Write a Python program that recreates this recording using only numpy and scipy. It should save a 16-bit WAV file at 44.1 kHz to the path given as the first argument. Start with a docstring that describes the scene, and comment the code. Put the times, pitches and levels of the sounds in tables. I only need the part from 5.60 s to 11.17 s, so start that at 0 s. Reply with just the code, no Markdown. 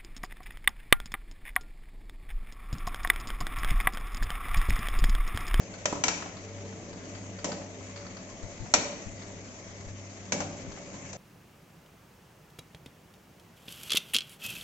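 """A motor-driven nut splitter in a hard-walled workshop, heard from just above its sheet-metal guard.
From the start the motor hums over the whine, rumble and hiss of its drive. At about 0.4 s, then about
every 1.4 s, the ram cracks a nut through the blade: blade, chute and guard ring, the steel frame booms.
The halves knock into a plastic tray, and the frame sings louder as the ram draws back. Between cuts
the spring guides tick and the linkage knocks; in the second half the hand-held microphone bumps softly."""
import sys
import numpy as np
from scipy import signal
from scipy.io import wavfile

SR = 44100
rng = np.random.default_rng(int(sys.argv[2]) if len(sys.argv) > 2 else 0)


def file_out(sig):
    """Save sig as 16-bit WAV at sys.argv[1]."""
    # one column per channel
    cols = np.atleast_2d(sig).T
    # limit, then scale
    lim = np.clip(cols, -1, 1)
    pcm = np.round(lim * 32767).astype(np.int16)
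    wavfile.write(sys.argv[1], SR, pcm)


N = 245637
TIME = np.arange(N) / SR

# Shell cracks and blows on steel. Each row: start in s, crack level in dB, crack t60 in s, then in dB:
# blade ring, chute ring, guard knock, treble shelf, room send, frame boom, left over right.
BLOWS = [(0.256, -18.5, 0.04, -39.5, -32, -19, 2, -1.5, -40, 2),
         (0.4378, -15, 0.04, -38, -22.5, -49, 0, 1, -34.5, 3),
         (0.4817, -14.5, 0.019, -32, -30, -45, 1, 2, -54, 3.5),
         (0.4858, -24, 0.05, -30, -29, -35, 1, -2, -49, 2.5),
         (1.8433, -32.5, 0.093, -45, -35.5, -26.5, 7, 1.5, -31.5, 3.5),
         (3.1385, -14.5, 0.031, -11, -36, -22, -1, 1.5, -31, 1.5),
         (3.1416, -18.5, 0.095, -25.5, -24.5, -23.5, 1.5, -1, -39, 4),
         (4.7211, -24, 0.077, -38, -30.5, -27, 3.5, -0.5, -31, 2),
         (4.803, -33.5, 0.14, -45, -33, -36, -1, -7, -40.5, 4.5),
         (5.5298, -44.5, 0.063, -54, -55, -58, 9, -4, -47, 3)]
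# Each row: frequency in Hz, left-right correlation.
EAR_CORRELATION = [(30, 0.18), (70, 0.92), (130, 1), (300, 0.8), (680, 0.8), (1100, 0.11), (2200, -0.023),
                   (7000, 0.077)]


def cracks(steel_db=-5, chute_db=-4, split_s=0.00037, chute_rise_s=0.0019, blade_room_db=-11):
    """The shell tears within a millisecond; chute, blade and guard ring. Returns direct and room send."""
    # Each row: frequency in Hz, relative spectral level in dB.
    shell_spectrum = [(100, -12), (300, -20.5), (800, 0), (1300, -3.5), (2250, 0), (3500, -7), (5000, -6.5),
                      (6300, 1.5), (7500, -6.5)]
    # Each row: frequency in Hz, relative level in dB, t60 in s.
    chute_modes = [(890, -8, 0.054), (1032, -7.5, 0.076), (1395, 3.5, 0.036), (2160, -10, 0.019),
                   (2260, 0, 0.036), (5810, -7, 0.022), (6020, 1, 0.038), (6440, 11, 0.017),
                   (6760, -1, 0.016)]   # steel, hit by the flying halves
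    blade_modes = [(765, 1, 0.032), (885, -3.5, 0.025), (1332, 1.5, 0.031), (1548, -12.5, 0.15),
                   (2370, -7.5, 0.082), (2950, -13, 0.03), (4190, 7, 0.014), (5360, 0, 0.016),
                   (6165, 1, 0.02), (6170, -7, 0.03), (5820, 7, 0.033), (7140, 5.5, 0.029)]   # the nut damps the strong modes at once
    guard_modes = [(601, -1, 0.044), (1007, -2, 0.025), (1110, -5.5, 0.017)]
    direct, to_room = np.zeros((2, 2, N))
    shell = dense_modes(shell_spectrum)
    for s, crack_db, t60_s, blade_db, ring_db, guard_db, treble_db, room_db, _, side_db in BLOWS:
        tear = from_db(crack_db) * burst(shell, t60_s, split_s)
        chute = from_db(ring_db + chute_db) * rise(chute_rise_s) * ring(chute_modes, spread_db=4.5)
        steel = from_db(blade_db + steel_db) * rise(split_s) * ring(blade_modes, spread_db=1.5)
        guard = from_db(guard_db) * rise(split_s) * ring(guard_modes, spread_db=0)
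        # Each crack has its own brightness.
        split = treble_shelf(tear + chute, treble_db) * pan(side_db) + guard
        blade = treble_shelf(steel, treble_db) * pan(side_db)   # faces the microphone, so drier
        add(direct, s, split + blade)
        add(to_room, s, from_db(room_db) * (split + from_db(blade_room_db) * blade))
    return direct, to_room


def frame_boom(t60_s=0.81, rise_s=0.0028, panel_db=-4, dense_db=-3.5):
    """The machine table's large panels thump and boom on after each blow."""
    # Each row: frequency in Hz, relative spectral level in dB.
    boom_spectrum = [(50, -16.5), (120, -3), (200, 5), (300, 3), (420, -1.5), (580, 0.5), (850, -2.5),
                     (1500, -28)]
    # Each row: frequency in Hz, relative level in dB, t60 in s.
    panel_modes = [(160.5, -7.5, 1), (193, -9, 0.88), (260.4, -10.5, 0.96), (297, -5.5, 1),
                   (391.5, -11, 0.53), (452, -5.5, 1), (533, -6.5, 0.68), (585, -5, 0.94)]
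    out, frame = np.zeros((2, N)), dense_modes(boom_spectrum)
    for s, *_, boom_db, _ in BLOWS:
        panels = from_db(panel_db) * rise(rise_s) * ring(panel_modes, spread_db=2)
        add(out, s, from_db(boom_db) * (panels + from_db(dense_db) * burst(frame, t60_s, rise_s)))
    return out


def guard_shudder(tones_hz=(572, 596), width_s=0.035, flutter_db=3.5):
    """After some blows the guard shudders on two close, beating tones."""
    # Each row: peak time in s, level in dB.
    shudders = [(0.39, -47), (1.99, -48), (3.295, -41)]
    envelope = sum(from_db(db) * swell(s, width_s) for s, db in shudders)
    return envelope * sum(from_db(flutter_db * drift(40)) * np.sin(2 * np.pi * (hz * TIME + rng.random()))
                          for hz in tones_hz)


def tray(drum_db=-17):
    """Nut halves land and hop; each dull knock leaves the plastic floor drumming."""
    # Each row: start in s, level in dB.
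    drops = [(0.3259, -22.5), (0.3547, -32), (0.371, -35.5), (0.391, -44), (0.622, -36.5), (2.014, -41),
             (3.703, -45), (5.342, -37)]
    # Each row: frequency in Hz, relative spectral level in dB.
    tray_spectrum = [(60, -18), (170, 1), (350, 1), (650, 1.5), (1150, -3.5), (2200, -29), (7000, -19.5)]
    # Each row: frequency in Hz, relative level in dB, t60 in s.
    floor_modes = [(257, -7.5, 0.2), (291, -1, 0.55), (409, -6, 0.38), (531, -3, 0.09)]
    out = contacts(drops, tray_spectrum, t60_s=0.049, rise_s=0.0003)
    for s, db in drops:
        add(out, s, from_db(db + drum_db) * ring(floor_modes, spread_db=3.5))
    return out


def housing_knocks():
    """Halves rebound off the housing; play in the drive's linkage knocks dully on it."""
    # Each row: start in s, level in dB.
    rebounds = [(0.516, -33), (0.623, -32), (0.659, -34.5), (4.8045, -28)]
    linkage_knocks = [(0.982, -45.5), (1.125, -44), (1.403, -45.5), (2.208, -46.5), (2.450, -42.5),
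                      (3.058, -40), (5.173, -42)]
    # Each row: frequency in Hz, relative spectral level in dB.
    housing_spectrum = [(300, -3), (600, 1.5), (1200, 4), (2000, -3.5), (3500, -17), (7000, -22)]
    halves = contacts(rebounds, housing_spectrum, t60_s=0.04, rise_s=0.0003) * pan(2)
    return halves + contacts(linkage_knocks, housing_spectrum, t60_s=0.048, rise_s=0.00064)


def guide_ticks(spring_db=5, spring_band_hz=(4530, 4800)):
    """Short scuffs of the guides, with a metallic edge from their springs."""
    # Each row: start in s, relative level in dB.
    ticks = [(0.138, -41), (0.768, -43), (1.329, -44.5), (1.549, -43.5), (1.788, -41), (1.917, -33.5),
             (2.360, -41), (2.373, -44), (2.465, -42.5), (2.568, -42), (3.620, -42.5), (5.117, -44.5)]
    # Each row: frequency in Hz, relative spectral level in dB.
    guide_spectrum = [(300, -4), (1100, 7.5), (2000, 2), (3000, -4.5), (4400, 0), (5400, -7.5), (7500, -5)]
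    scuff = contacts(ticks, guide_spectrum, t60_s=0.071, rise_s=0.00054)
    spring = bandpass(scuff, spring_band_hz, order=1)
    return (scuff + from_db(spring_db) * spring) * pan(1.5)


def motor(hum_hz=98.7, wander_hz=0.68, hum_db=-1.5, flutter_db=-0.34, right_lag_rad=0.21):
    """Hum at four times the shaft rate, plus the drive's sounds; levels vary as the microphone moves."""
    # Each row: time in s, relative level in dB.
    hum_levels = [(0.05, -53), (0.36, -47.5), (0.57, -54.5), (1.03, -42), (1.31, -51.5), (1.69, -43),
                  (1.91, -50.5), (2.43, -46), (2.6, -55), (3.2, -51), (3.29, -62.5), (3.57, -45.5),
                  (4.05, -54), (4.28, -41), (4.55, -48), (4.89, -44), (5.18, -60), (5.57, -46.5)]
    # Each row: time in s, relative rumble and hiss levels in dB.
    drive_levels = [(0, -45.5, -50), (0.85, -47.5, -51.5), (1.5, -45.5, -51), (2.2, -47, -51),
                    (3.3, -46, -50.5), (4.5, -49, -51.5), (5.05, -45, -49.5), (5.57, -47, -50)]
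    level_db, rumble_db, hiss_db = in_time(hum_levels) + in_time(drive_levels)
    shaft_rad = 2 * np.pi * np.cumsum((hum_hz + wander_hz * drift(3.55)) / 4) / SR
    hum = np.sqrt(2) * np.sin(4 * shaft_rad - np.array([[0], [right_lag_rad]]))
    hum *= from_db(level_db + hum_db + flutter_db * drift(14))
    nearness = from_db(rumble_db - rumble_db.mean())
    tones = hum + nearness * frame_drone() + gear_whine()
    return tones * pan(0.8) + drive_rumble(rumble_db) + drive_hiss(hiss_db, shaft_rad)


def frame_drone(idle_db=1.5, return_db=4, return_delay_s=0.56, return_width_s=0.072, loaded_above_hz=350):
    """The drive keeps the frame singing; its upper resonances swell under the returning ram's load."""
    # Each row: frequency in Hz, width in Hz, relative level in dB.
    resonances = [(190.3, 22, -53.5), (262, 3.2, -59), (399.5, 6.9, -63), (574, 11.6, -60.5),
                  (885, 11, -71.5), (2036, 11, -74.5), (2230, 16, -74)]
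    # End of each cutting stroke.
    stroke_ends_s = [0.44, 1.84, 3.14, 4.72]
    load_db = idle_db + return_db * sum(swell(s + return_delay_s, return_width_s) for s in stroke_ends_s)
    out = np.zeros(N)
    for hz, width_hz, db in resonances:
        phase = 2 * np.pi * hz * TIME
        singing = drift(width_hz / 2) * np.sin(phase) + drift(width_hz / 2) * np.cos(phase)
        out += from_db(db + load_db * (hz > loaded_above_hz)) * singing
    return out


def gear_whine(pitch_hz=447, wander_hz=2, flutter_db=3.5):
    """One slightly unsteady tone of the gears."""
    # Each row: time in s, level at the moving microphone in dB.
    whine_levels = [(0, -55), (0.7, -58.5), (1.1, -50.5), (1.6, -56), (2.1, -54.5), (2.6, -62.5),
                    (4.6, -63.5), (5.05, -59), (5.57, -77)]
    level_db, = in_time(whine_levels)
    phase = 2 * np.pi * np.cumsum(pitch_hz + wander_hz * drift(13)) / SR
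    return from_db(level_db + flutter_db * drift(14)) * np.sin(phase)


def drive_rumble(level_db, gain_db=-0.5):
    """Low running noise of the drive."""
    # Each row: frequency in Hz, relative spectral level in dB.
    rumble_spectrum = [(25, 0.5), (60, -7.5), (110, -0.5), (180, -1.5), (280, 2.5), (400, -9.5), (600, 0),
                       (850, -15), (1300, -33.5)]
    return from_db(level_db + gain_db) * noise(rumble_spectrum)


def drive_hiss(level_db, shaft_rad, gain_db=0.22, rattle_db=1.11, turn_depth=0.04,
               bearing_band_hz=(6050, 6770), bearing_db=-6.5):
    """Hiss that swells once a shaft turn; the bearing sings in one narrow band of it."""
    # Each row: frequency in Hz, relative spectral level in dB.
    hiss_spectrum = [(500, -33.5), (1000, 4), (1400, -1.5), (1800, 1.5), (2200, 3), (2800, -2),
                     (3900, -6.5), (4800, -4.5), (5800, -1.5), (7000, 0), (7600, -19)]
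    rub = 1 + turn_depth * sum(np.cos(k * shaft_rad) / np.sqrt(k) for k in range(1, 5))
    envelope = from_db(level_db + gain_db + rattle_db * drift(34)) * rub
    bearing = unit_rms(bandpass(rng.standard_normal((2, N)), bearing_band_hz))
    return envelope * (noise(hiss_spectrum) + from_db(bearing_db) * bearing)


def handling_bumps():
    """Soft, low bumps of the hand-held microphone, mostly on the left."""
    # Each row: start in s, relative level in dB.
    bumps = [(2.83, -39.5), (3.0, -37.5), (3.46, -40), (4.26, -41.5), (5.07, -41)]
    # Each row: frequency in Hz, relative spectral level in dB.
    bump_spectrum = [(25, 0), (60, -9), (120, -5.5), (220, -16), (500, -42.5)]
    return contacts(bumps, bump_spectrum, t60_s=0.32, rise_s=0.0026) * pan(11)


def workshop(x, build_s=0.0025):
    """Diffuse reverberation that builds quickly and dies band by band."""
    # Each row: frequency in Hz, t60 in s.
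    room_t60 = [(100, 0.9), (500, 0.67), (1500, 0.68), (4000, 0.68), (7500, 0.61)]
    tail = sum(band * decay(at_hz(room_t60, hz), SR) for hz, band in bands(SR)) * rise(build_s, SR)
    return signal.fftconvolve(x, unit_rms(tail) / np.sqrt(SR), axes=1)[:, :N]


def contacts(rows, spectrum, t60_s, rise_s):
    """Small, damped knocks on one body."""
    out, body = np.zeros((2, N)), dense_modes(spectrum)
    for s, db in rows:
        add(out, s, from_db(db) * burst(body, t60_s, rise_s))
    return out


def burst(body, t60_s, rise_s):
    """One blow: a random stretch of a body's dense modes, building and dying away."""
    envelope = decay(t60_s) * rise(rise_s)
    start = rng.integers(SR // 2)
    return unit_rms(body[:, start:start + SR // 2] * envelope) * np.sqrt(np.mean(envelope ** 2))


def dense_modes(spectrum):
    """A body's countless overlapping modes as 1 s of undamped noise; rms 1."""
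    return unit_rms(sum(band * from_db(at_hz(spectrum, hz)) for hz, band in bands(SR)))


def ring(modes, spread_db):
    """A body's distinct modes, their levels scattered from blow to blow."""
    return sum(from_db(db + spread_db * rng.standard_normal()) * mode(hz, t60_s)
               for hz, db, t60_s in modes)


def mode(hz, t60_s):
    """Damped sine; its phases at the two ears lie further apart in the treble."""
    apart_rad = np.arccos(at_hz(EAR_CORRELATION, hz)) * rng.choice([-1, 1])
    phase = 2 * np.pi * hz * TIME[:SR // 2] + np.array([[0], [apart_rad]])
    return rng.choice([-1, 1]) * np.sin(phase) * decay(t60_s)


def noise(spectrum, flicker_db=1.5):
    """Coloured stereo noise, each band flickering on its own; rms 1."""
    # Each row: frequency in Hz, left over right in dB.
    balance = [(30, 7), (90, 3.5), (400, -0.5), (1500, 4.5), (4000, 4.5), (7500, 1.5)]
    return unit_rms(sum(
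        band * pan(at_hz(balance, hz)) * from_db(at_hz(spectrum, hz) + flicker_db * drift(10.2))
        for hz, band in bands(N)))


def bands(size):
    """Yield centre in Hz and stereo noise band; the ears agree in the bass and differ in the treble."""
    edges_hz = np.concatenate([np.geomspace(22, 350, 9)[:-1], np.geomspace(350, 9000, 20)])
    white = rng.standard_normal((2, 2, size + 4000))
    for k, (low, high) in enumerate(zip(edges_hz, edges_hz[1:])):
        mid, side = bandpass(white[k % 2], [low, high])[:, -size:]
        hz = np.sqrt(low * high)
        alike = at_hz(EAR_CORRELATION, hz)
        yield hz, np.sqrt(1 + alike) * mid + np.sqrt(1 - alike) * side * [[1], [-1]]


def drift(rate_hz):
    """Slow random curve; rms about 1."""
    hop = 40
    pole = np.exp(-2 * np.pi * rate_hz * hop / SR)
    slow = signal.lfilter([1], [1, -2 * pole, pole * pole], rng.standard_normal(N // hop + 2002))[2000:]
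    return np.interp(np.arange(N) / hop, np.arange(len(slow)), unit_rms(slow))


def treble_shelf(x, db, corner_hz=3500):
    low = signal.lfilter(*signal.butter(1, corner_hz, fs=SR), x)
    return low + from_db(db) * (x - low)


def bandpass(x, band_hz, order=2):
    return signal.sosfilt(signal.butter(order, band_hz, "band", fs=SR, output="sos"), x)


def rise(rise_s, size=SR // 2):
    return 1 - np.exp(-TIME[:size] / rise_s)


def decay(t60_s, size=SR // 2):
    return np.exp(-np.log(1000) * TIME[:size] / t60_s)


def swell(peak_s, width_s):
    return np.exp(-0.5 * ((TIME - peak_s) / width_s) ** 2)


def in_time(rows):
    """One piecewise-linear curve per column after the time."""
    s, *columns = np.transpose(rows)
    return [np.interp(TIME, s, column) for column in columns]


def at_hz(rows, hz):
    """Read a table on a log-frequency axis."""
    points_hz, values = np.transpose(rows)
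    return np.interp(np.log(hz), np.log(points_hz), values)


def pan(left_over_right_db):
    return from_db(np.array([[0.5], [-0.5]]) * left_over_right_db)


def from_db(db):
    return 10 ** (np.asarray(db) / 20)


def unit_rms(x):
    return x / np.sqrt(np.mean(x ** 2) + 1e-20)


def add(out, start_s, sound):
    i = round(start_s * SR)
    out[:, i:i + sound.shape[1]] += sound[:, :N - i]


def scene(room_db=-8):
    """Blows and small contacts with their reverberation, over the running motor."""
    blows, to_room = cracks()
    clatter = tray() + housing_knocks() + guide_ticks()
    room = from_db(room_db) * workshop(to_room + clatter)
    return blows + clatter + room + frame_boom() + guard_shudder() + motor() + handling_bumps()


def record(dry, cutoff_hz=7650, ceiling=2.7, top_hz=15500):
    """The microphone cuts off steeply; hard cracks then distort slightly and spit a little treble."""
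    narrow = signal.sosfilt(signal.ellip(8, 0.3, 62, cutoff_hz, fs=SR, output="sos"), dry)
    rounded = ceiling * np.tanh(narrow / ceiling)
    return signal.sosfilt(signal.ellip(8, 0.1, 62, top_hz, fs=SR, output="sos"), rounded)


dry = scene()
out = record(dry)
file_out(out)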